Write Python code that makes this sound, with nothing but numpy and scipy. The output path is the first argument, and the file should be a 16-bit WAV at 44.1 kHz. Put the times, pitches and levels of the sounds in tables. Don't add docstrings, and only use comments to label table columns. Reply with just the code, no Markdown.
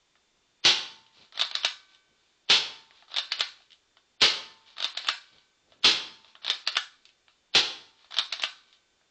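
import sys
import numpy as np
from scipy import signal
from scipy.fft import rfft, irfft
from scipy.io import wavfile
from scipy.ndimage import uniform_filter1d, minimum_filter1d

SR = 44100
rng = np.random.default_rng(int(sys.argv[2]) if len(sys.argv) > 2 else 0)


def convert_level_to_amplitude(level_db):
    exponent = np.asarray(level_db, float) / 20
    return 10 ** exponent


def pcm_store(signal):
    levels = np.round(np.clip(np.atleast_2d(signal), -1, 1) * 32767)
    wavfile.write(sys.argv[1], SR, levels.astype(np.int16).T)


N = 401310
T = np.arange(N) / SR

# start in seconds, blast level in dB, spring level in dB, valve open time in seconds.
SHOTS = [
    (0.6494, -7.5, -44.5, 0.079),
    (2.4987, -8.5, -46, 0.094),
    (4.2163, -7, -44.5, 0.052),
    (5.8433, -8, -46.5, 0.074),
    (7.5487, -9, -51, 0.057),
]
# time in seconds, peak in dB.
STOPS = [
    (1.412, -10),
    (3.183, -10),
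    (4.843, -11.5),
    (6.499, -8),
    (8.185, -9),
]
# time in seconds, peak in dB.
CATCHES = [
    (1.5521, -10),
    (3.3194, -9),
    (4.973, -15.5),
    (6.674, -8.5),
    (8.325, -14),
]
# time in seconds, peak in dB, strongest ring in Hz,
# slide effort in dB, share of low sound in dB.
HOMES = [
    (1.6476, -6.5, 3840, 6, -16.5),
    (3.407, -7.5, 3600, 7.5, -15),
    (5.086, -7, 1444, 6.5, -16.5),
    (6.768, -7, 1523, 4, -15.5),
    (8.436, -8.5, 2860, 5, -8.5),
]
# frequency in Hz, time to fade by 60 dB in seconds.
ROOM = [(100, .2), (400, 0.033), (1000, 0.33), (3500, 0.18), (7000, 0.33)]


def colour(x, table):
    hz, db = np.transpose(table)
    f = np.maximum(np.arange(len(x) // 2 + 1) * SR / len(x), 1)
    gain = convert_level_to_amplitude(np.interp(np.log(f), np.log(hz), db))
    return irfft(rfft(x) * gain / np.sqrt(np.mean(gain ** 2)), len(x))


def causal(table, size=1024):
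    spike = np.zeros(size)
    spike[0] = 1
    cepstrum = irfft(np.log(np.abs(rfft(colour(spike, table))) + 1e-5), size)
    cepstrum[1:size // 2] *= 2
    cepstrum[size // 2 + 1:] = 0
    return irfft(np.exp(rfft(cepstrum)), size)


def band(x, lo_hz, hi_hz):
    return signal.sosfilt(signal.butter(3, [lo_hz, hi_hz], "band", fs=SR, output="sos"), x)


def add(out, x, s):
    i = int(s * SR)
    out[i:i + len(x)] += x[:len(out) - i]


def ring(modes):
    t = T[:int(SR * max(t60 for _, _, t60 in modes))]
    total = 0
    for hz, db, t60 in modes:
        tone = np.sin(2 * np.pi * (hz * t + rng.random()))
        total = total + convert_level_to_amplitude(db) * tone * 1000 ** (-t / t60)
    return total


def room(x, decays, fill_s):
    t, tail = T[:SR], 0
    hz, t60 = np.transpose(decays)
    for centre in 40 * 2. ** np.arange(9):
        decay = np.interp(np.log(centre), np.log(hz), t60)
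        octave = band(rng.standard_normal(SR), centre / 2 ** .5, centre * 2 ** .5)
        tail = tail + octave * 1000 ** (-t / decay)
    tail *= 1 - np.exp(-t / fill_s)
    return signal.fftconvolve(x, tail / np.sqrt(np.sum(tail ** 2)))[:N]


def camera():
    # frequency in Hz, level in dB per Hz.
    hiss_colour = [(8.8, -41.5), (15, -9.5), (60, -16.5), (81, -14.5), (135, -18), (317, -14), (393, -12.5),
                   (438, -14.5), (690, -17), (926, -17), (2070, -18), (3530, -16), (3930, -18),
                   (7280, -20.5), (9020, -37), (11700, -73.5), (19800, -120)]
    # frequency in Hz, level in dB.
    whine_tones = [(2396, -93), (3569, -84), (4430, -92), (7133, -89.5)]
    # middle in seconds, level in dB, length in seconds.
    hand_bumps = [
        (1.21, -61, 0.043),
        (2.11, -68, 0.035),
        (4.705, -90, .03),
        (5.36, -62.5, 0.035),
        (5.739, -64.5, 0.095),
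        (7.572, -71, 0.024),
    ]
    whine = sum(convert_level_to_amplitude(db + 6.5) * np.sin(2 * np.pi * hz * T) for hz, db in whine_tones)
    bumps = sum(convert_level_to_amplitude(db) * np.exp(-((T - s) / length) ** 2) for s, db, length in hand_bumps)
    rumble = convert_level_to_amplitude(12.0) * band(rng.standard_normal(N), 60, 600)
    hiss = convert_level_to_amplitude(-70.5) * colour(rng.standard_normal(N), hiss_colour)
    return hiss + whine + bumps * rumble


def ticks():
    # time in seconds, peak in dB, share of low sound in dB, strongest ring in Hz.
    tick_rows = [(.154, -49.5, -3, 2300), (1.064, -45.5, -12, 3230), (1.933, -53, -17, 3170),
                 (1.947, -43.5, -27, 3200), (2.908, -40.5, -6.5, 2230), (3.023, -44, -1.5, 740),
                 (3.602, -49, -5, 680), (3.705, -44.5, -22, 3320), (3.718, -41, -27, 3140),
                 (3.729, -43, -24, 3260), (3.969, -43.5, -6, 2000), (4.682, -49, -18, 3700),
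                 (5.382, -46.5, -11.5, 3500), (5.72, -45, -3.5, 593), (6.245, -40, -4, 3200),
                 (6.352, -35, -.5, 3180), (7.053, -38.5, -25.5, 3830), (7.09, -45, -24, 2850),
                 (7.281, -41.5, -5, 2620), (8.044, -43.5, -0.5, 3650), (8.727, -43.5, -26, 3250),
                 (9.012, -58.5, 7, 1270)]
    return [(s, db, low_db, -34 - low_db, hz) for s, db, low_db, hz in tick_rows]


def clacks():
    # frequency in Hz, level in dB per Hz.
    knock_colour = [(59, -72.5), (100, -35), (505, -24.5), (658, -10.5), (825, -14), (1250, -9),
                    (2160, -12.5), (2410, -8), (2970, -6), (3450, -5), (5530, -16.5), (7760, -25.5),
                    (9020, -50.5), (11700, -82.5), (19800, -120)]
    # frequency in Hz, level in dB, time to fade by 60 dB in seconds.
    body_rings = [(700, -14, .012), (1550, -8, .012), (2500, -6, .01), (3500, 0, .015), (4700, -6, .008)]
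    # frequency in Hz, level in dB, fade time in seconds.
    pump_spring = [(1167, -60, 1.2), (1528, -58, 1.6), (2280, -60, 1.6), (3052, -65, 1.8)]
    spring_levels = [0, -13, -4, -11, -6]
    # frequency in Hz, level in dB, fade time in seconds.
    rod_rings = [(3550, -28.5, .1), (3600, -17, 0.17), (3650, -30.5, .12), (2463, -33, .1)]

    near, walls, t = np.zeros(N), np.zeros(N), T[:2048]
    frame = np.zeros(len(t))
    add(frame, ring(body_rings), 0)
    knock = causal(knock_colour, size=2048) + convert_level_to_amplitude(-18) * frame / np.sqrt(np.sum(frame ** 2))
    crack = (np.exp(-t / .0013) + convert_level_to_amplitude(-15) * np.exp(-t / .008)) * (1 - np.exp(-t / .0004))
    shake = np.exp(-t / .006)
    contacts = pump_contacts() + trigger_contacts() + rattles() + slaps() + ticks()
    for s, db, low_db, high_db, hz in contacts:
        noise = rng.standard_normal((2, len(t))) * [crack, shake]
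        both = signal.fftconvolve(noise, knock[None])[:, :len(t)]
        parts = [band(both, 160, 1800), band(both, 1800, 4500), band(both, 5000, 8500),
                 band(both, hz / 1.22, hz * 1.22)]
        low, mid, high, part = (p / np.sqrt(np.sum(p[:, :400] ** 2, axis=1, keepdims=True)) for p in parts)
        part_gain = convert_level_to_amplitude([[-4], [-9]])
        hit, spread = mid + convert_level_to_amplitude(low_db) * low + convert_level_to_amplitude(high_db) * high + part_gain * part
        peak = np.abs(hit).max()
        add(near, convert_level_to_amplitude(db) * hit / peak, s)
        add(walls, convert_level_to_amplitude(db) * spread / peak, s)
    for (s, *_), db in zip(HOMES, spring_levels):
        add(near, convert_level_to_amplitude(db) * ring(pump_spring), s)
    for s, db in STOPS:
        add(near, convert_level_to_amplitude(db) * ring(rod_rings), s)
    for s, db in STOPS + [row[:2] for row in HOMES]:
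        thud = band(rng.standard_normal(len(t)) * np.exp(-t / .008), 260, 580)
        add(near, convert_level_to_amplitude(db - 37) * thud / np.abs(thud).max(), s)
    return near + convert_level_to_amplitude(-4.5) * room(walls, ROOM, 0.00043)


def blasts():
    # frequency in Hz, level in dB per Hz.
    gas_colour = [(18, -57.5), (30, -42), (149, -23.5), (239, -19.5), (415, -9.5), (653, -17.5),
                  (829, -11.5), (1030, -12), (1660, -11.5), (1910, -11.5), (3310, 0), (4510, -3),
                  (7450, -18.5), (8200, -17), (9020, -49.5), (11700, -82), (19800, -120)]
    # frequency in Hz, time to fade by 60 dB in seconds.
    hall_decays = [(100, 1), (400, 0.47), (1000, 0.62), (3500, 0.43), (7000, 0.52)]
    # frequency in Hz, level in dB, fade time in seconds.
    main_spring = [(895, 0, 1.1), (1043, -10, 1.1), (1404, -8, .9), (3243, -7, .9), (3373, -8, .9)]
    overload = .235

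    gas, springs, t = np.zeros(N), np.zeros(N), T[:SR // 5]
    lead = T[:SR // 50]
    for s, db, spring_db, open_s in SHOTS:
        leak = rng.standard_normal(len(lead)) * np.exp((lead - lead[-1]) / 0.0072)
        add(gas, convert_level_to_amplitude(-33) * leak, s - lead[-1])
        fade = np.exp(-t / 0.043 - (t / open_s) ** 4)
        rush = rng.standard_normal(len(t)) * fade * (1 - np.exp(-t / 0.00032))
        add(gas, convert_level_to_amplitude(db) * rush, s)
        add(springs, convert_level_to_amplitude(spring_db) * ring(main_spring), s)
    gas = signal.fftconvolve(gas, causal(gas_colour, size=4096))[:N]
    air = gas + convert_level_to_amplitude(-9.0) * room(gas, hall_decays, 0.002)
    flat = air / (1 + (air / overload) ** 6) ** (1 / 6)
    return band(band(flat, 17, 11000), 17, 6100) + springs


def trigger_contacts():
    # seconds after the shot, peak in dB, low share in dB, high share in dB, strongest ring in Hz.
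    with_shot = [
        (-.011, -29, -16.5, -3.5, 3100),
        (-.0055, -22, -9.5, -5.5, 3177),
    ]
    return [(shot[0] + lag, *rest) for shot in SHOTS for lag, *rest in with_shot]


def slaps():
    # time in seconds, peak in dB.
    slap_rows = [(.7213, -17), (.8147, -42), (2.5679, -15), (2.6631, -41), (4.2596, -15), (4.2808, -15),
                 (4.3007, -15), (4.3202, -36), (5.8942, -12), (5.9125, -15), (5.9941, -39), (7.5922, -15),
                 (7.7004, -37), (7.716, -47)]
    # low share in dB, high share in dB, strongest ring in Hz.
    slap_tone = (-18, -7.5, 3600)
    return [(s, min(db, -15), *slap_tone) for s, db in slap_rows]


def rubbing():
    # frequency in Hz, level in dB per Hz.
    rub_colour = [(59, -27), (100, -12), (256, -17.5), (310, -4.5), (347, -8.5), (1370, 0.5), (1620, -3),
                  (3940, 8.5), (7330, -14.5), (9020, -37), (11700, -79.5), (19800, -120)]
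    # middle in seconds, level in dB, length in seconds.
    grip_shifts = [(1.202, -58.5, 0.068), (1.94, -65, 0.044), (2.265, -74.5, 0.13), (2.98, -61, 0.062),
                   (3.56, -87.5, 0.023), (3.734, -75, 0.034), (4.699, -59.5, 0.062), (5.379, -66, 0.07),
                   (5.727, -66.5, 0.032), (6.286, -62, 0.055), (7.082, -70, 0.025), (7.309, -70, .035),
                   (8.025, -62.5, .06), (8.73, -66, .045)]
    # time in seconds, slide effort in dB.
    pulls = [
        (1.324, 2.5),
        (3.082, 0.5),
        (4.767, 6.5),
        (6.421, 8),
        (8.107, 3),
    ]
    # moment of the cycle, seconds after it, level in dB.
    slide_cycle = [
        ("start", -0.004, -70.5),
        ("start", .035, -50.5),
        ("stop", 0.0015, -46.5),
        ("catch", -0.029, -64),
        ("catch", -.003, -54.5),
        ("home", -.045, -54),
        ("home", -0.0022, -47.5),
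        ("home", 0.02, -53.5),
        ("home", 0.28, -81.5),
    ]
    gain = sum(convert_level_to_amplitude(db) * np.exp(-((T - s) / length) ** 2) for s, db, length in grip_shifts)
    for (start, pull_db), (stop, _), (catch, _), (home, _, _, push_db, _) in zip(pulls, STOPS, CATCHES, HOMES):
        at = dict(start=(start, pull_db), stop=(stop, pull_db), catch=(catch, push_db), home=(home, push_db))
        points = [(at[mark][0] + lag, at[mark][1] + db) for mark, lag, db in slide_cycle]
        s, db = np.transpose(points)
        gain = gain + convert_level_to_amplitude(np.interp(T, s, db, -150, -150))
    steps = np.repeat(convert_level_to_amplitude(3 * rng.standard_normal(N // 128 + 1)), 128)[:N]
    slips = uniform_filter1d(steps, 64)
    return gain * colour(slips * rng.standard_normal(N), rub_colour)


def rattles():
    # time in seconds, peak in dB.
    slide_rattles = [(1.323, -36), (1.351, -38), (1.355, -36), (1.375, -23.5), (1.394, -15), (1.401, -16.5),
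                     (3.081, -45), (3.09, -57), (3.103, -44.5), (3.117, -33), (3.141, -21.5),
                     (3.162, -16.5), (3.168, -15.5), (4.767, -33), (4.781, -27), (4.802, -21.5),
                     (4.824, -16), (6.42, -43.5), (6.435, -42.5), (6.446, -21), (6.464, -18.5),
                     (6.479, -14.5), (8.107, -38), (8.11, -32.5), (8.121, -30.5), (8.141, -25),
                     (8.167, -17), (8.173, -22.5)]
    # time in seconds, peak in dB.
    loose_parts = [
        (1.449, -25.5),
        (1.512, -22.5),
        (1.613, -47),
        (3.389, -36.5),
        (4.949, -32),
        (5.046, -28),
        (6.698, -49.5),
        (8.336, -25),
        (8.396, -22.5),
    ]
    return [(s, db, -16 - 0.4 * db, -13, 3530) for s, db in slide_rattles + loose_parts]


def pump_contacts():
    # low share in dB, high share in dB, strongest ring in Hz.
    stop_tone = (-13, -10.5, 3400)
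    catch_tone = (-13.5, -10, 3760)
    # time in seconds, peak in dB.
    bounces = [
        (1.419, -15),
        (3.189, -21.5),
        (4.851, -22),
        (6.506, -31),
        (8.193, -17),
    ]
    # time in seconds, peak in dB.
    near_catch = [
        (1.542, -32),
        (3.311, -29),
        (6.664, -28.5),
        (8.312, -36),
    ]
    # time in seconds, peak in dB.
    near_home = [
        (1.633, -22),
        (3.394, -20),
        (5.07, -21),
        (6.754, -19.5),
        (8.421, -19.5),
    ]
    # low share in dB, high share in dB, strongest ring in Hz.
    bounce_tone = (-7.5, -16, 3800)
    near_catch_tone = (-18, -16, 3900)
    near_home_tone = (-17, -5, 4680)
    # seconds after it, peak in dB,
    # low share in dB, high share in dB, strongest ring in Hz.
    with_catch = [
        (-.002, -22, -8.5, -16, 3600),
    ]
    with_home = [
        (-.002, -16, -1.4, -12.5, 2700),
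    ]

    rows = [(s, db, low_db, -12, hz) for s, db, hz, _, low_db in HOMES]
    for table, tone in ((STOPS, stop_tone), (CATCHES, catch_tone), (bounces, bounce_tone),
                        (near_catch, near_catch_tone), (near_home, near_home_tone)):
        rows += [(s, db, *tone) for s, db in table]
    for mains, small in ((CATCHES, with_catch), (HOMES, with_home)):
        rows += [(main[0] + lag, *rest) for main in mains for lag, *rest in small]
    return rows


def scene():
    rub = rubbing()
    return (blasts() + clacks() + rub + convert_level_to_amplitude(-6) * room(rub, ROOM, .002) + camera())[None]


def starve(x, size=512):
    # frequency in Hz, depth in dB.
    spared_depth = [(2000, 36), (4500, 22), (6000, 13), (9000, 9)]
    hz, _, z = signal.stft(x, SR, nperseg=size)
    db = 10 * np.log10(np.sum(np.abs(z) ** 2, axis=0) + 1e-20)
    click = -minimum_filter1d(-db, 13)
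    shadow = np.minimum(click - db, 17) * (click > db.max() - 24)
    group = np.arange(len(hz)) // 7
    luck = 6 * rng.standard_normal((group[-1] + 1, len(db) // 2 + 1))
    luck = np.repeat(luck, 2, axis=1)[:, :len(db)]
    spared = np.interp(hz[group * 7], *np.transpose(spared_depth))[:, None] + np.clip(luck[group], -9, 9)
    kept = (spared > shadow) | (shadow < 7.5)
    return signal.istft(z * np.where(kept, 1, .01), SR, nperseg=size)[1][:N]


def low_pass(x):
    return signal.sosfilt(signal.butter(12, 9170, fs=SR, output="sos"), x)


def record(dry):
    flat = starve(np.tanh(dry[0] / .6) * .6)[None]
    flat = signal.sosfilt(signal.ellip(12, .2, 100, 8900, fs=SR, output="sos"), flat)
    flat = signal.sosfilt(signal.butter(2, 8000, fs=SR, output="sos"), flat)
    return low_pass(flat)


dry = scene()
out = record(dry)
pcm_store(out)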